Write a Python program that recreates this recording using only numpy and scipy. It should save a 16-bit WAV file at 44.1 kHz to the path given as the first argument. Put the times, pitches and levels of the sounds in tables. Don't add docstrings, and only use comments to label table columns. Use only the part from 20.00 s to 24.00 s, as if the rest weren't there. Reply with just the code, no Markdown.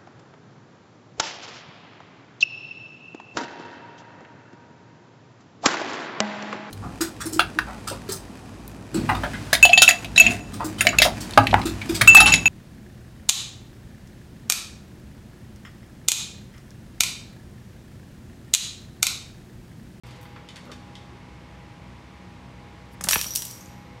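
import sys
import numpy as np
from scipy import signal
from scipy.fft import rfft, irfft
from scipy.io import wavfile

SR = 44100
rng = np.random.default_rng(int(sys.argv[2]) if len(sys.argv) > 2 else 0)


def unload_audio(sound):
    columns = np.transpose(np.atleast_2d(sound))
    steps = np.round(np.clip(columns, -1, 1) * 32767)
    wavfile.write(sys.argv[1], SR, steps.astype(np.int16))


N = 176400
TIME = np.arange(N) / SR


# start in seconds, level in dB, centre frequency in Hz.
SOLE_SLAPS = [(3.0095, -25, 1070), (3.0445, -25, 935), (3.071, -24, 980), (3.0762, -26.5, 556),
              (3.0813, -27.5, 402), (3.0876, -15, 1300), (3.111, -13.5, 1570), (3.1320, -3, 2290),
              (3.1581, -8.5, 1380), (3.1623, -24.5, 480), (3.2592, -33.5, 584)]
# start in seconds, level in dB, frequency in Hz.
SOLE_THUMPS = [(3.013, -27.5, 177), (3.048, -27, 198), (3.070, -24, 167), (3.16, -25, 192.3),
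               (3.165, -23, 71), (3.262, -38, 202)]

def slipper():
    out, size = np.zeros(N), SR // 4
    for start, db, hz in SOLE_SLAPS:
        slap = knock(hz, octaves=1.48, rattle_db=0.5, t60=0.025)
        add(out, start, from_db(db) * in_room(slap, room_db=-10))
    attack = 1 - np.exp(-TIME[:size] / 0.0014)
    envelope = attack * decay(t60=0.052, size=size)
    for start, db, hz in SOLE_THUMPS:
        add(out, start, -from_db(db) * envelope * np.sin(2 * np.pi * hz * TIME[:size]))
    return out


# start in seconds, level in dB, centre frequency in Hz,
# bandwidth in octaves, rattle of the shell in dB relative to the contact pulse.
BRICK_CLACKS = [(3.0108, -20, 7000, 0.64, 3.5), (3.0250, -37, 8000, 1.2, -7), (3.0395, -10, 7200, 1.0, 2.5),
                (3.043, -8.5, 7400, 1.0, -8.5), (3.0553, -20, 11000, 1.5, -1), (3.0872, 3, 6400, 1.63, -2),
                (3.0898, -11, 5500, 2.2, 9.5), (3.0999, -22, 4500, 2.2, 12), (3.1099, 2, 6900, 1.8, -5.5),
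                (3.1103, -8, 9000, 1.6, 10), (3.1284, -16, 4500, 2.4, -9), (3.1322, -0.5, 9000, 1.5, -4),
                (3.1394, -6.5, 11400, .8, 7.5), (3.1475, -29, 2720, .8, -5), (3.1475, -5, 11800, 0.24, -11),
                (3.1921, -13, 4000, 2.4, -2), (3.2136, -5, 4750, 2, -10), (3.2167, -36, 7000, 1.6, -4),
                (3.2282, -21, 5500, 2.0, -5.5), (3.2335, -21.5, 7000, 1.6, 8), (3.243, -21, 12500, .5, 0),
                (3.244, -18, 2800, 1.4, -9), (3.351, -18, 9000, 1.4, 7), (3.3522, -9, 10500, 1.5, 6.5),
                (3.3581, -8, 9900, 1.5, 9.5), (3.3592, -0.5, 6300, 1.2, -7), (3.4215, -12.5, 6000, 2.4, 0),
                (3.4233, -42, 10860, 1.5, -4), (3.4514, -22, 7900, 2.0, 11.5), (3.51, -27, 7100, 1.5, 8.5),
                (3.609, -38, 6360, 0.095, 3), (3.658, -43, 6600, 0.12, 6)]

def clatter():
    out = np.zeros(N)
    for start, db, hz, octaves, rattle_db in BRICK_CLACKS:
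        clack = knock(hz, octaves, rattle_db, t60=0.026)
        add(out, start, from_db(db) * in_room(clack, room_db=-5.5))
    return out


# start in seconds, level in dB.
BRICK_BOUNCES = [(3.1228, -16.5), (3.1490, -34), (3.1815, -28), (3.1906, -44.5), (3.215, -26), (3.266, -29),
                 (3.2815, -38), (3.307, -28), (3.3368, -28.5), (3.371, -27), (3.3920, -30), (3.4270, -36),
                 (3.4670, -35), (3.5050, -40)]
# frequency in Hz, relative level in dB, 60 dB decay time in seconds.
LOOSE_BRICK_MODES = [(5600, -13, 0.044), (5710, 0.5, 0.056), (5980, -6.5, 0.046), (8900, -17, .02),
                     (13000, -3, .04), (13000, -14, .035)]

def loose_brick():
    return struck_body(BRICK_BOUNCES, LOOSE_BRICK_MODES, room_db=-4)


# start in seconds, level in dB.
PLATE_STRIKES = [(3.0872, -43), (3.1104, -28), (3.1320, -24.5), (3.1455, -33), (3.1903, -31), (3.2445, -48)]
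# frequency in Hz, relative level in dB, 60 dB decay time in seconds.
BENDING_MODES = [(1270, -6, 0.012), (1746, -10, 0.069), (2384, -6, 0.0567), (2517, -5, 0.055),
                 (2705, -8.5, 0.087), (3030, -4, 0.04)]

def base_plate():
    return struck_body(PLATE_STRIKES, BENDING_MODES, room_db=-1)


# start in seconds, level in dB, centre frequency in Hz, bandwidth in octaves.
HANDLING_TAPS = [(0.058, -45, 3500, 2.0), (.067, -39, 5000, 1.8), (0.109, -37.5, 2300, 2.7),
                 (0.162, -44, 4000, 1.6), (0.213, -37, 12000, 1.3), (.230, -36, 10900, 1.1),
                 (.255, -39, 1300, 1.1), (.362, -34.5, 1500, 0.59), (.4885, -29.5, 3200, 0.94),
                 (0.559, -31, 3100, 1.3), (.567, -30, 1880, 2), (.654, -42, 9000, 1.5),
                 (0.717, -28, 3500, 1.1), (.724, -33, 590, 3), (0.9539, -31, 3330, 0.7)]
# frequency in Hz, relative level in dB, 60 dB decay time in seconds.
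OBJECT_MODES = [(2090, -12, 0.027), (3320, -18, 0.022), (3580, -15, 0.025), (4470, -15, 0.024)]

def handling():
    out = np.zeros(N)
    rattle_db, fall_db_per_octave = 4.5, 2
    for start, db, hz, octaves in HANDLING_TAPS:
        excited = [(mode_hz, mode_db - fall_db_per_octave * abs(np.log2(mode_hz / hz)), t60)
                   for mode_hz, mode_db, t60 in OBJECT_MODES]
        contact = from_db(-rattle_db / 2) * knock(hz, octaves, rattle_db, t60=0.044)
        add(out, start, from_db(db) * in_room(contact + ring(excited), room_db=-1))
    return out


# midpoint in seconds, length in seconds, rms level at the midpoint
# in dB, centre frequency in Hz, bandwidth in octaves.
RUBS = [(0.112, 0.17, -55.5, 1800, 2.5), (0.704, 0.084, -49, 460, 0.77), (0.703, 0.047, -49, 1280, 0.33),
        (1.13, 0.1, -53.5, 353, 0.23), (2.935, .025, -61, 11000, 1.0)]

def scuffs():
    out = np.zeros(N)
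    for middle, length, db, hz, octaves in RUBS:
        half_band = 2 ** (octaves / 2)
        rub = signal.sosfilt(bandpass(2, hz / half_band, hz * half_band), rng.standard_normal(N))
        out += from_db(db) * rub / rub.std() * swell(middle, length)
    return out


# frequency in Hz, relative spectral density in dB.
AIR_SPECTRUM = [(15, -60), (25, -39), (49, -7.5), (92, -4), (114, -5), (190, -7.5), (277, -14.5),
                (309, -9.5), (405, -17), (503, -16.5), (734, -18.5), (796, -25), (887, -20), (962, -15.5),
                (1440, -23), (2160, -21.5), (2610, -25), (5730, -35.5), (16000, -55)]
# frequency in Hz, rms level in dB, standard deviation of the level in dB.
MOTOR_TONES = [(63, -57, 4.5), (123.1, -53, 3), (160, -61, 3), (188.3, -55.5, 1.5), (248.7, -62, 4),
               (307, -63, 0.5), (496.3, -67, 5), (822.4, -59, 2), (940, -65.5, 1), (2178, -72, 5.5)]
# midpoint in seconds, length in seconds, frequency in Hz, highest rms level in dB.
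DRONE = (2.26, .12, 187, -46)

def appliance():
    air_db, waver_rate_hz, wander_hz = -46.5, 2.79, 1.426
    air_gain = from_db(at_hz(AIR_SPECTRUM, np.fft.rfftfreq(N, 1 / SR)))
    air = irfft(rfft(rng.standard_normal(N)) * air_gain, N)
    out = from_db(air_db) * air / air.std()
    for hz, db, waver_db in MOTOR_TONES:
        phase = 2 * np.pi * np.cumsum(hz + wander_hz * drift(waver_rate_hz)) / SR
        out += np.sqrt(2) * from_db(db + waver_db * drift(waver_rate_hz)) * np.sin(phase)
    middle, length, hz, db = DRONE
    return out + np.sqrt(2) * from_db(db) * swell(middle, length) * np.sin(2 * np.pi * hz * TIME)


# frequency in Hz, reverberation time in seconds, relative level in dB.
ROOM_BANDS = [(100, 0.57, 4.5), (500, .55, -9), (1200, 0.6, -1), (2480, 0.23, 8.5), (4500, 1, 0),
              (6030, 0.74, 3), (9100, 0.66, 3.5), (11000, 0.64, 0), (12000, 0.87, 2), (15500, 0.47, 5)]

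def room_response(size=36000, frame=512):
    hz = np.fft.rfftfreq(frame, 1 / SR)[:, None]
    seconds = np.arange(0, size + frame, frame // 2) / SR
    gain = from_db(at_hz(ROOM_BANDS, hz, column=2)) * np.exp(-np.log(1000) * seconds / at_hz(ROOM_BANDS, hz))
    tail = signal.istft(gain * np.exp(2j * np.pi * rng.random(gain.shape)))[1][:size]
    early = rng.standard_normal(size) * decay(t60=0.11, size=size)
    build_up = 1 - np.exp(-(TIME[:size] / 0.0075) ** 2)
    return unit_energy(unit_energy(tail * build_up) + from_db(-0.5) * unit_energy(early * build_up))


def in_room(sound, room_db):
    heard = from_db(room_db) * signal.fftconvolve(sound, room_response())
    heard[:len(sound)] += sound
    return heard


def knock(hz, octaves, rattle_db, t60, size=6000):
    attack = np.minimum(TIME[:size] / 0.0005, 1) ** 2
    force = from_db(rattle_db) * unit_energy(rng.standard_normal(size) * decay(t60, size) * attack)
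    force[0] = 1
    half_band = 2 ** (max(octaves, .1) / 2)
    low, high = hz / half_band, hz * half_band
    band = np.vstack([bandpass(1, low, high), bandpass(2, low / 2, high * 2)])
    pulse_peak = np.abs(signal.sosfilt(band, signal.unit_impulse(size // 10))).max()
    return signal.sosfilt(band, force) / pulse_peak


def ring(modes, size=6000, detune=.011):
    out = np.zeros(size)
    for hz, db, t60 in modes:
        shifted_hz = hz * (1 + detune * rng.uniform(-0.83, 1))
        out += from_db(db) * decay(t60, size) * np.sin(2 * np.pi * shifted_hz * TIME[:size])
    return out


def struck_body(hits, modes, room_db):
    out = np.zeros(N)
    for start, db in hits:
        add(out, start, from_db(db) * in_room(ring(modes), room_db))
    return out


def drift(hz):
    slow = irfft(rfft(rng.standard_normal(N)) / (1 + (np.fft.rfftfreq(N, 1 / SR) / hz) ** 2), N)
    return slow / slow.std()


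def decay(t60, size):
    return np.exp(-np.log(1000) * TIME[:size] / t60)


def swell(middle, length):
    return np.exp(-2 * ((TIME - middle) / length) ** 2)


def bandpass(order, low_hz, high_hz):
    return signal.butter(order, [low_hz, min(high_hz, .45 * SR)], "band", fs=SR, output="sos")


def at_hz(points, hz, column=1):
    table = np.array(points)
    return np.interp(np.log(hz + 1e-9), np.log(table[:, 0]), table[:, column])


def from_db(db):
    return 10 ** (np.asarray(db) / 20)


def unit_energy(x):
    return x / np.sqrt(np.sum(x ** 2) + 1e-20)


def add(out, start, sound):
    i = int(start * SR)
    out[i:i + len(sound)] += sound[:N - i]


def scene():
    background = appliance() + scuffs() + handling()
    bricks = clatter() + loose_brick() + base_plate()
    return (slipper() + bricks + background)[None]


def record(dry):
    opens_s, cutoff_hz = .0355, 15780
    coloured = signal.sosfilt(bandpass(2, low_hz=32, high_hz=15000), dry * (TIME >= opens_s))
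    steep_lowpass = signal.ellip(10, .2, 80, cutoff_hz, fs=SR, output="sos")
    return signal.sosfilt(steep_lowpass, np.tanh(coloured))


dry = scene()
out = record(dry)
unload_audio(out)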